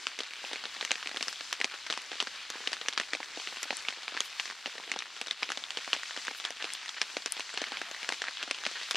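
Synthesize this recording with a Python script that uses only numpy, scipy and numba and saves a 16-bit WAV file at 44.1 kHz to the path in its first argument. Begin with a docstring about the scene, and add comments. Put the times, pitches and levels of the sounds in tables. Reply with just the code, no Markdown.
"""Drops tap on an umbrella overhead while steady rain hisses all around, in a park beside a pond. Each tap on
the taut cloth is a low thump, a short ring and a bright tick, made of damped modes; the drops set at fixed
moments also burst into a spray of droplets. Shaped noise makes the hiss of countless drops on pavement and
water, the faint low rumble and the bright fizzes. Now and then a hollow flutter or a clear ping is heard. A
small camera under the umbrella hears it all in stereo."""
import sys
import numpy as np
from scipy import signal
from scipy.fft import rfft, irfft
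from scipy.io import wavfile
from scipy.ndimage import uniform_filter1d
from numba import njit

SR = 44100
rng = np.random.default_rng(int(sys.argv[2]) if len(sys.argv) > 2 else 0)


def output_pcm(signal):
    """Save a mono or channel-first signal as 16-bit PCM at the path in sys.argv[1].

    Samples are clipped to [-1, 1] before scaling.
    """
    pcm = np.clip(np.atleast_2d(signal).T, -1, 1) * 32767
    wavfile.write(sys.argv[1], SR, np.round(pcm).astype(np.int16))


N = 395136


def undb(db):
    """Gain of a level in dB."""
    return 10 ** (np.asarray(db) / 20)


def at(table, hz):
    """A spectrum table read on a log-frequency axis."""
    table_hz, value = np.transpose(table)
    return np.interp(np.log(hz), np.log(table_hz), value)


def level_over_time(table):
    """Gain of every sample, from a table of times and levels joined by straight lines in dB."""
    s, db = np.transpose(table)
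    return undb(np.interp(np.arange(N) / SR, s, db))


def filtered(sound, order, edge_hz, kind):
    """Sound through a filter with a flat passband."""
    return signal.sosfilt(signal.butter(order, edge_hz, kind, fs=SR, output="sos"), sound)


def walk(rate):
    """Random levels, rate of them per second, joined by smoothing twice."""
    hold = int(SR / rate)
    steps = np.repeat(rng.standard_normal(N // hold + 1), hold)
    return 1.8 * uniform_filter1d(uniform_filter1d(steps, hold), hold)[:N]


# loudness of the distant rumble: (time [s], level [dB])
RUMBLE_LEVEL = [(0, -85), (1.8, -79.5), (5, -85), (8.4, -83)]


def rumble(side_db=-20.0):
    """A faint distant rumble of low noise, nearly the same left and right."""
    mid, side = filtered(rng.standard_normal((2, N)), 2, [45., 105.], "bandpass")
    stereo = mid + undb(side_db) * side * np.array([[1], [-1]])
    return stereo / np.std(mid) * level_over_time(RUMBLE_LEVEL)


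# how strongly it rains, which also guides the patter: (time [s], level [dB])
RAIN_LEVEL = [(0, -46), (1, -44.5), (2.5, -45.5), (4.1, -45), (4.7, -46.5), (5.2, -47), (5.33, -45.5),
              (5.35, -50.5), (5.41, -46.5), (5.45, -45.5), (5.6, -44.5), (7.5, -45.5), (8.96, -44.5)]
# tone colour of the hiss, as relative strength per Hz: (frequency [Hz], level [dB])
HISS_COLOUR = [(15, -62), (25, -48), (119, -28.5), (260, -16), (600, -14), (1630, -3), (3100, 1),
               (4410, -1), (7350, -11.5), (9620, -22.5), (15600, -38)]
# stereo width of the hiss, side minus mid: (frequency [Hz], level [dB])
HISS_WIDTH = [(60, -16), (160, -13), (450, -9), (800, -11), (1400, -21), (2600, -25), (3900, -22),
              (5200, -9), (8100, -1), (15000, 1)]
# stereo balance of hiss and drops, left minus right: (frequency [Hz], level [dB])
BALANCE = [(60, 0), (1300, .1), (2400, .4), (4000, 1.3), (5300, 3.2), (8100, 6), (15000, 3.5)]


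def hiss(swell_db=0.77, flicker_db=1.5, extra_bass_flicker_db=1.2):
    """Distant rain merges into noise; its octaves swell together and flicker alone, the bass most."""
    bins = np.fft.rfftfreq(N, 1 / SR) + 1  # the 1 Hz keeps the logarithm finite
    mid, side = (rfft(rng.standard_normal(N)) * undb(at(HISS_COLOUR, bins)) for _ in range(2))
    side = side * undb(at(HISS_WIDTH, bins))
    lean = undb(at(BALANCE, bins) / 2)
    stereo = np.array([(mid + side) * lean, (mid - side) / lean])
    out, swell = 0, walk(11)
    octaves = np.log2(bins / 25)
    for k in range(11):
        # neighbouring octaves crossfade
        band = irfft(stereo * np.clip(1 - np.abs(octaves - k), 0, 1), N)
        flicker = (flicker_db + extra_bass_flicker_db * (k < 6)) * walk(16)
        out = out + band * undb(swell_db * swell + flicker)
    out = out / np.sqrt(np.mean(out ** 2))
    return out * undb(-0.5) * level_over_time(RAIN_LEVEL)  # half a dB under the rain table


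# short bright fizzes, at their loudest moment: (time [s], rms level [dB])
FIZZ_MOMENTS = [(1.3, -55), (3.63, -52), (4.255, -50), (6.38, -51), (6.74, -54), (7.33, -54), (8.91, -53)]


def fizz(fade_s=.016):
    """Brief swells of top-treble noise, unrelated left and right."""
    noise = filtered(rng.standard_normal((2, N)), 2, [8000., 12500.], "bandpass")
    t = np.arange(N) / SR
    swells = sum(undb(db) * np.exp(-np.abs(t - s) / fade_s) for s, db in FIZZ_MOMENTS)
    return noise / np.std(noise) * swells


@njit
def ring(n, start, hz, t60, left, right, rise):
    """Damped modes; each swells over the contact time and first pulls the pressure down."""
    out = np.zeros((2, n))
    for k in range(len(start)):
        turn = np.exp((2j * np.pi * hz[k] - np.log(1000) / t60[k]) / SR)  # one sample of ringing
        z, push = 1. + 0j, 1.
        for i in range(start[k], min(n, start[k] + int(t60[k] * SR))):
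            z, push = z * turn, push * rise
            out[0, i] -= left[k] * (1 - push) ** 2 * z.imag
            out[1, i] -= right[k] * (1 - push) ** 2 * z.imag
    return out


# basic modes of the cloth, varied at each blow:
# (frequency [Hz], level [dB], time to fade by 60 dB [s])
CLOTH_MODES = [(278, -2, 0.029), (392, 0.5, 0.011), (505, 0.5, 0.02), (750, 2.5, 0.015), (1206, -6, 0.0049),
               (1725, -7.5, 0.0064), (2370, -6, 0.0059), (3070, -9, 0.0077), (4030, -9, 0.0083),
               (5585, 3, 0.0068), (7640, -5, 0.0072), (9500, -7.5, 0.0042), (12000, -26, 0.0016)]
# typical stereo width of the drops, side minus mid: (frequency [Hz], level [dB])
DROP_WIDTH = [(60, -26), (450, -30), (800, -33), (1400, -34), (2400, -25), (4400, -14), (8100, -8),
              (15000, -1)]
THUMP_TOP_HZ, TICK_FOOT_HZ = 800, 5000  # modes below are thump, modes above are tick
RING_DB = -1  # the mode that a blow favours, relative to the drop's level


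def taps(s, db, ring_hz, thump_db, tick_db, ring_t60, sustain, uneven_db=3.5, detune=0.11, contact_s=.00009):
    """Each blow lands on another spot, so the cloth's modes get new strengths and slightly new pitches."""
    hz, mode_db, t60 = np.transpose(CLOTH_MODES)
    blows, is_tick = len(s), hz > TICK_FOOT_HZ
    chance = rng.standard_normal((blows, len(hz) + 1, 3))
    share = mode_db + np.outer(thump_db, hz < THUMP_TOP_HZ) + np.outer(tick_db, is_tick)
    # the harder the tick, the higher it reaches
    tilt = np.maximum(np.log2(hz / 7000), -1) * is_tick
    share += 1.1 * np.outer(np.maximum(tick_db + 11.5, 0), tilt)
    share += uneven_db * np.tanh(chance[:, :-1, 0])
    # the favoured mode joins as the last column
    share = np.column_stack([share, np.full(blows, RING_DB)])
    pitch = np.column_stack([hz * np.exp(detune * chance[:, :-1, 1]), ring_hz])
    decay = np.column_stack([np.tile(t60, (blows, 1)), ring_t60])
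    dryness = np.where(tick_db > -6, .5, 1)  # the hardest ticks are the driest
    decay = decay * (sustain * dryness)[:, None]
    size = undb(db[:, None] + share)
    # each mode leans at random to one side, more widely in the treble
    side = undb(at(DROP_WIDTH, pitch)) * np.sign(chance[..., 2])
    lean = undb(at(BALANCE, pitch) / 2)
    left, right = size * (1 + side) * lean, size * (1 - side) / lean
    start = np.repeat((s * SR).astype(int), len(hz) + 1)
    rise = np.exp(-1 / (contact_s * SR))
    return ring(N, start, pitch.ravel(), decay.ravel(), left.ravel(), right.ravel(), rise)


# soft hollow flutters; each pulse adds a little random level and pitch:
# (start time [s], length [s], frequency [Hz], lowest pulse level [dB])
FLUTTER_RUNS = [(1.712, 0.041, 1420, -36), (2.53, .02, 1650, -39), (6.463, 0.026, 1740, -33),
                (6.598, 0.026, 1750, -32.5), (6.656, 0.026, 1260, -38), (7.598, 0.037, 1750, -35.5),
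                (7.724, .04, 1640, -33.5), (6.965, 0.023, 1770, -33), (8.25, 0.042, 1760, -31),
                (8.394, 0.031, 1600, -35), (8.753, 0.025, 1770, -30.5)]


def flutters(count=8):
    """Uneven runs of quick, dull blows that keep roughly one pitch."""
    s, length, hz, db = np.repeat(np.transpose(FLUTTER_RUNS), count, axis=1)
    chance = rng.random((len(s), 3)).T
    step = (np.arange(len(s)) % count + 0.61 * chance[0]) / count
    dull, t60 = np.full(len(s), -30.), np.full(len(s), .008)
    pitch = hz * 1.1 ** (chance[2] - .5)
    return taps(s + length * step, db + 5 * chance[1], pitch, dull, dull, t60, np.ones(len(s)))


# clear pings of drops on something harder:
# (time [s], level [dB], frequency [Hz], time to fade by 60 dB [s])
PING_DROPS = [(0.876, -29, 2190, .016), (3.85, -28, 2230, 0.033), (7.862, -47, 686, 0.22),
              (8.3714, -26, 3370, 0.021)]


def pings():
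    """A single mode rings out, with little thump or tick."""
    s, db, hz, t60 = np.transpose(PING_DROPS)
    dull = np.full(len(s), -35.)
    return taps(s, db, hz, dull, dull, t60, np.ones(len(s)))


def patter(over_rain_db, scatter_db, count):
    """Small drops at random moments that follow the rain; most are faint, a few stand out."""
    chance = rng.random((count, 6)).T
    s = chance[0] * N / SR
    stand_out_db = np.minimum(-scatter_db * np.log(1 - chance[1]), 12)
    db = np.interp(s, *np.transpose(RAIN_LEVEL)) + over_rain_db + stand_out_db
    ring_hz = 1300 * 2 ** (1.967 * chance[2])
    thump_db, tick_db = -40 + 30 * chance[3] ** 6, -22 + 14 * chance[4]
    ring_t60 = 0.0012 + 0.013 * chance[5] ** 3
    return taps(s, db, ring_hz, thump_db, tick_db, ring_t60, np.full(count, .75))


# drops on the cloth at set moments, from loud to faint; thump and tick relative to the drop's level: # (time
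# [s], level [dB], ring frequency [Hz], thump level [dB], tick level [dB])
SET_DROPS = [(0.0689, -13.5, 2550, -23, -11), (0.1896, -17.5, 2620, -15.5, -10),
             (0.2046, -16, 3100, -14, -24), (0.4418, -28, 890, -8.5, -24), (0.4495, -25.5, 2570, -38, -26),
             (0.5138, -28, 1920, -8, -17), (0.5321, -15.5, 3060, -17, -13),
             (0.5586, -20.5, 2220, -17, -27), (0.639, -23, 1400, -12, -22), (0.6548, -18, 3160, -16, -31),
             (0.7665, -25, 2300, -14, -27), (0.8109, -15, 3400, -29, -25), (0.827, -19, 1950, -13.5, -19),
             (0.85, -15.5, 2780, -24, -7.5), (0.9083, -12, 2800, -21, -28), (0.916, -9, 2520, -18, -7),
             (0.956, -21.5, 2540, -19, -24), (1.028, -21.5, 2620, -41, -32), (1.0596, -23, 2310, -15, -30),
             (1.0728, -17, 2500, -21, -13), (1.145, -27, 2900, -6, -20), (1.171, -16.5, 2970, -17, -16),
             (1.2094, -18, 2330, -12.5, -13), (1.2268, -12.5, 4500, -23, -6),
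             (1.2823, -14, 5300, -21.5, -10), (1.4085, -20.5, 3530, -18.5, -16),
             (1.5276, -12.5, 1830, -43, -6), (1.6023, -24, 2090, -9, -8),
             (1.6138, -13.5, 2060, -21.5, -15), (1.6441, -9.5, 2570, -13.5, -11.5),
             (1.8684, -24, 2370, -31, -10), (1.9009, -13.5, 2970, -19, -19),
             (1.9073, -13, 3930, -19.5, -22), (1.9255, -14.5, 3140, -32, -18),
             (1.9755, -19, 1000, -17, -9), (2.1167, -21.5, 3210, -11, -15.5), (2.2025, -9, 3160, -26, -19),
             (2.2134, -18, 3220, -33, -22), (2.2255, -19.5, 1000, -11, -7),
             (2.2715, -17.5, 3850, -20, -27.5), (2.5023, -16.5, 5300, -21, 0.5),
             (2.5556, -36.5, 900, 1.5, -19), (2.605, -38, 900, -0.5, -16),
             (2.674, -11.5, 2850, -17.5, -24), (2.7309, -12, 2750, -33, -13),
             (2.8139, -18, 3180, -15.5, -32), (2.8846, -10.5, 2720, -21.5, -10),
             (2.927, -21.5, 3490, -39, -18.5), (2.9346, -22, 3620, -36, -16),
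             (2.9766, -8.5, 3900, -24, -26), (2.9994, -12, 2580, -15, -13), (3.0125, -19, 1970, -18, -25),
             (3.1339, -12, 1930, -17, -18.5), (3.1502, -17, 2470, -12, -19), (3.2033, -24, 910, -7, -32),
             (3.3738, -24.5, 2840, -5.5, -25), (3.3993, -20.5, 3040, -29, -28),
             (3.4734, -19.5, 2640, -17, -26), (3.525, -42, 890, 4, -24.5), (3.5612, -25, 2700, -40, -20),
             (3.5704, -21.5, 2780, -21, -25), (3.6305, -13, 4480, -26, -0.5),
             (3.655, -36, 1200, -2.5, -15), (3.7064, -14, 1980, -11, -37), (3.728, -22.5, 880, -11, -14),
             (3.7694, -27.5, 2380, -30, 8.5), (3.8236, -25, 3910, -36, -1),
             (3.8853, -14, 2600, -24, -19.5), (3.974, -36, 1100, -7, -14), (3.986, -38, 1000, -11, -23),
             (4.0804, -16.5, 2360, -22, -27), (4.123, -30, 1560, -5.5, -20), (4.1678, -21, 1700, -16, -14),
             (4.1742, -17, 1740, -23, -30), (4.2052, -12.5, 3100, -19, -6),
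             (4.3979, -10.5, 2700, -41, -22), (4.456, -19, 3640, -39, -13), (4.5006, -20, 4430, -24, -24),
             (4.6592, -16, 2720, -15, -27), (4.7812, -24, 1800, -15, -16), (4.7998, -38, 900, 2, -21),
             (4.8963, -23, 2860, -23, -25), (4.9168, -13, 2290, -23, -9), (4.939, -22, 2090, -14, -26),
             (4.962, -21.5, 3380, -6, -26), (4.9896, -18, 4070, -27, -6), (5.0227, -21, 1960, -26, -23),
             (5.2141, -16, 2700, -15, -7), (5.2827, -22.5, 3620, -18, -28),
             (5.3104, -12.5, 3600, -23, -15.5), (5.4255, -21.5, 1180, -11, -15),
             (5.4306, -11, 2340, -38, -33), (5.4908, -21.5, 2490, -13, -25),
             (5.503, -17.5, 1340, -11.5, -13), (5.5192, -15.5, 1660, -23, -8),
             (5.5739, -18, 3580, -13, -14), (5.6388, -20.5, 3450, -33, -28),
             (5.7059, -18.5, 3100, -38, -16), (5.7723, -14, 2980, -14.5, -25),
             (5.8772, -23.5, 1080, -10, -14), (5.9313, -6.5, 2920, -22.5, -22),
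             (6.109, -23, 1800, -33, -25), (6.1645, -21, 1790, -36, -13.5),
             (6.1747, -18, 3200, -13.5, -16), (6.2818, -16, 1630, -14, -27),
             (6.311, -24.5, 2300, -10, -22), (6.4507, -11.5, 3260, -29, -17),
             (6.5057, -22.5, 2000, -11.5, -7), (6.6248, -18, 2820, -23, -18),
             (6.643, -17.5, 2660, -14, -19), (6.652, -22, 2630, -25, -18), (6.7357, -27, 4760, -43, 8.5),
             (6.8919, -18.5, 3480, -42, -15), (7.0156, -7.5, 2800, -24, -7.5),
             (7.1685, -14, 2200, -11, -20), (7.26, -13.5, 3360, -16, -6.5), (7.322, -20, 5600, -43, 9),
             (7.3675, -22, 3280, -14.5, -24), (7.396, -20.5, 970, -13, -6.5),
             (7.4062, -20.5, 2700, -37, -13), (7.5749, -13, 2770, -19.5, -24),
             (7.6173, -17, 2960, -9.5, -15), (7.6404, -18.5, 2140, -39, -22),
             (7.7201, -19.5, 3140, -11, -24), (7.7707, -19, 3100, -39.5, -23),
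             (7.816, -18.5, 1630, -12, -13), (7.9467, -24, 1920, -31, -24),
             (8.0305, -22.5, 2270, -14, -12), (8.0903, -14.5, 1650, -13, -7), (8.102, -23, 1000, -22, -20),
             (8.1231, -14.5, 2160, -16.5, -14), (8.219, -15.5, 1760, -17, -8),
             (8.2405, -21, 1360, -29, -18), (8.2837, -19, 1890, -15, -27), (8.4282, -15.5, 2710, -21, -13),
             (8.4773, -26, 1390, -8, -22), (8.511, -13, 2130, -16.5, -6), (8.6524, -17, 3100, -40, -15),
             (8.6651, -13, 2100, -15, -14), (8.9104, -8, 3550, -33, -5.5), (8.946, -19, 2540, -9, -16),
             (8.9559, -11.5, 2870, -33, -18), (4.668, -22, 2780, -30, -17),
             (1.8652, -21.5, 4830, -30, -24), (1.939, -20, 2580, -22, -14), (2.2753, -26, 1700, -20, -22),
             (4.727, -35, 2400, -25, -22), (4.877, -30.5, 2000, -11, -22), (7.672, -29, 1400, -16, -24),
             (0.2341, -22, 4110, -40, -21), (0.3086, -29, 2540, -20, -21), (0.3355, -24.5, 2370, -29, -9),
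             (0.6656, -27, 3360, -14, -17), (1.0928, -26, 1420, -23, -15), (1.1142, -25, 1920, -10, -13),
             (1.162, -22, 1770, -16, -8), (1.2721, -29, 2390, -7, -14), (1.3277, -21.5, 5080, -40, -6),
             (1.7402, -24, 2640, -16, -25), (2.0182, -28, 2520, -20, -1), (2.1301, -25, 1850, -16, -19),
             (2.538, -29, 1600, -35, -19), (2.6615, -28, 1740, -37, -14), (2.7184, -24.5, 4520, -14, -10),
             (2.7674, -30, 1440, -32, -23), (2.8523, -35.5, 900, -8, -23), (2.8609, -25, 2270, -40, -26),
             (3.0343, -24, 2410, -29, -28), (3.2301, -23, 1940, -28, -15), (3.4877, -26, 2630, -20, -19),
             (3.9005, -26, 4300, -35, -14), (3.9055, -24, 3300, -35, -20), (3.9258, -27, 2200, -18, -24),
             (4.0322, -24, 3320, -29, -20), (4.1487, -25, 1290, -12, -20), (4.4783, -25, 2410, -22, -17),
             (4.5101, -25.5, 1830, -24, -21), (4.5226, -30, 1020, -15, -14), (4.6753, -33, 1030, -2, -17),
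             (4.7539, -32, 2760, -7, -20), (4.8375, -25.5, 2130, -29, -23), (5.0049, -23, 2520, -28, -21),
             (5.0573, -31, 1540, -40, -15), (5.1653, -26, 2870, -22, -18), (5.2624, -27, 2760, -32, -21),
             (5.2707, -22.5, 3080, -16, -11), (6.944, -31, 2300, -35, -25), (5.7867, -29, 2430, -12, -20),
             (5.9501, -21, 1860, -17, -23), (5.9643, -23.5, 3100, -13, -26),
             (6.0333, -21.5, 1850, -41, -11), (6.0572, -27, 2610, -39, -25), (6.2505, -25, 2890, -33, -11),
             (6.2699, -23, 2560, -31, -12), (6.4001, -21.5, 3180, -24, -19), (6.4409, -23, 2150, -31, -23),
             (6.6915, -28, 1920, -26, -10), (6.703, -26, 2500, -30, -16), (6.722, -25.5, 3170, -27, -20),
             (6.751, -24.5, 3340, -40, -25), (6.8595, -28, 2300, -25, -9), (6.8809, -21.5, 3600, -34, -26),
             (7.1, -27, 2350, -35, -20), (7.222, -25, 3640, -36, -16), (7.377, -24, 2140, -27, -25),
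             (7.4927, -27, 2020, -28, -25), (7.5407, -26.5, 1360, -11, -8), (7.667, -30, 1550, -17, -13),
             (7.6843, -27.5, 1770, -19, -12), (7.7276, -27, 1980, -24, -20), (7.9132, -24, 2600, -13, -9),
             (7.9639, -30, 2000, -27, -19), (8.0457, -25.5, 1830, -29, -24), (8.1347, -24, 2970, -18, -13),
             (8.1429, -26, 2450, -23, -18), (8.4348, -23, 3170, -13, -24), (8.4999, -28, 1870, -24, -23),
             (8.5461, -22.5, 2970, -40, -26), (8.5859, -25, 3300, -26, -24),
             (8.6373, -25.5, 1530, -31, -12), (8.7136, -23.5, 2780, -15, -3),
             (8.8143, -23, 1920, -24, -14), (8.8237, -28.5, 1870, -34, -23),
             (8.8316, -22.5, 3450, -40, -24)]


def spray(spray_db=-20.5, spread_s=0.008, count=24):
    """Each drop from the table bursts into droplets that land again; later ones tend to be weaker."""
    s, db, _, thump_db, tick_db = np.transpose(SET_DROPS)
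    chance = rng.random((len(s), count, 3))
    late = .001 - spread_s * np.log(1 - chance[..., 0])  # seconds after the blow
    size = db[:, None] + spray_db - 300 * late - 2.6 * np.log(1 - .97 * chance[..., 1])
    ring_hz = 1600 * 2 ** (1.825 * chance[..., 2])
    thump = np.repeat(thump_db - 2.5, count)
    tick = np.repeat(np.minimum(tick_db + 14.5, -10), count)
    ring_t60, sustain = np.full(size.size, .004), np.full(size.size, .8)
    return taps((s[:, None] + late).ravel(), size.ravel(), ring_hz.ravel(), thump, tick, ring_t60, sustain)


def set_drops(cycles=13.15, hard=0.22, drying=0.045):
    """The drops set in the table strike the cloth; the weaker the blow, the sooner its modes die away."""
    s, db, hz, thump_db, tick_db = np.transpose(SET_DROPS)
    # a softer blow, with less tick, lets the favoured mode ring longer
    ring_t60 = cycles / np.maximum(hz, 1500) * undb(-hard * np.clip(tick_db + 16, -5, 10))
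    sustain = np.minimum(undb(drying * (db + 8.5)), 1)
    return taps(s, db, hz, thump_db, tick_db, ring_t60, sustain)


def scene():
    """Drops overhead and rain all round; the taps on the cloth carry little bass and little of the very top."""
    # the finest drops carry no low tone
    fine = filtered(patter(3.4, 2.96, count=5000), 2, 650., "highpass")
    cloth = flutters() + pings() + fine + patter(5.9, 2.15, count=900) + spray() + set_drops()
    cloth = filtered(cloth, 3, 208., "highpass")
    cloth = filtered(cloth, 1, 956., "highpass")
    cloth = filtered(cloth, 2, 8700., "lowpass")
    return rumble() + hiss() + fizz() + cloth


def record(dry, top_hz=15790):
    """The camera cuts the very top of the treble with a steep filter."""
    return signal.sosfilt(signal.ellip(10, .2, 70, top_hz, fs=SR, output="sos"), dry)


dry = scene()
out = record(dry)
output_pcm(out)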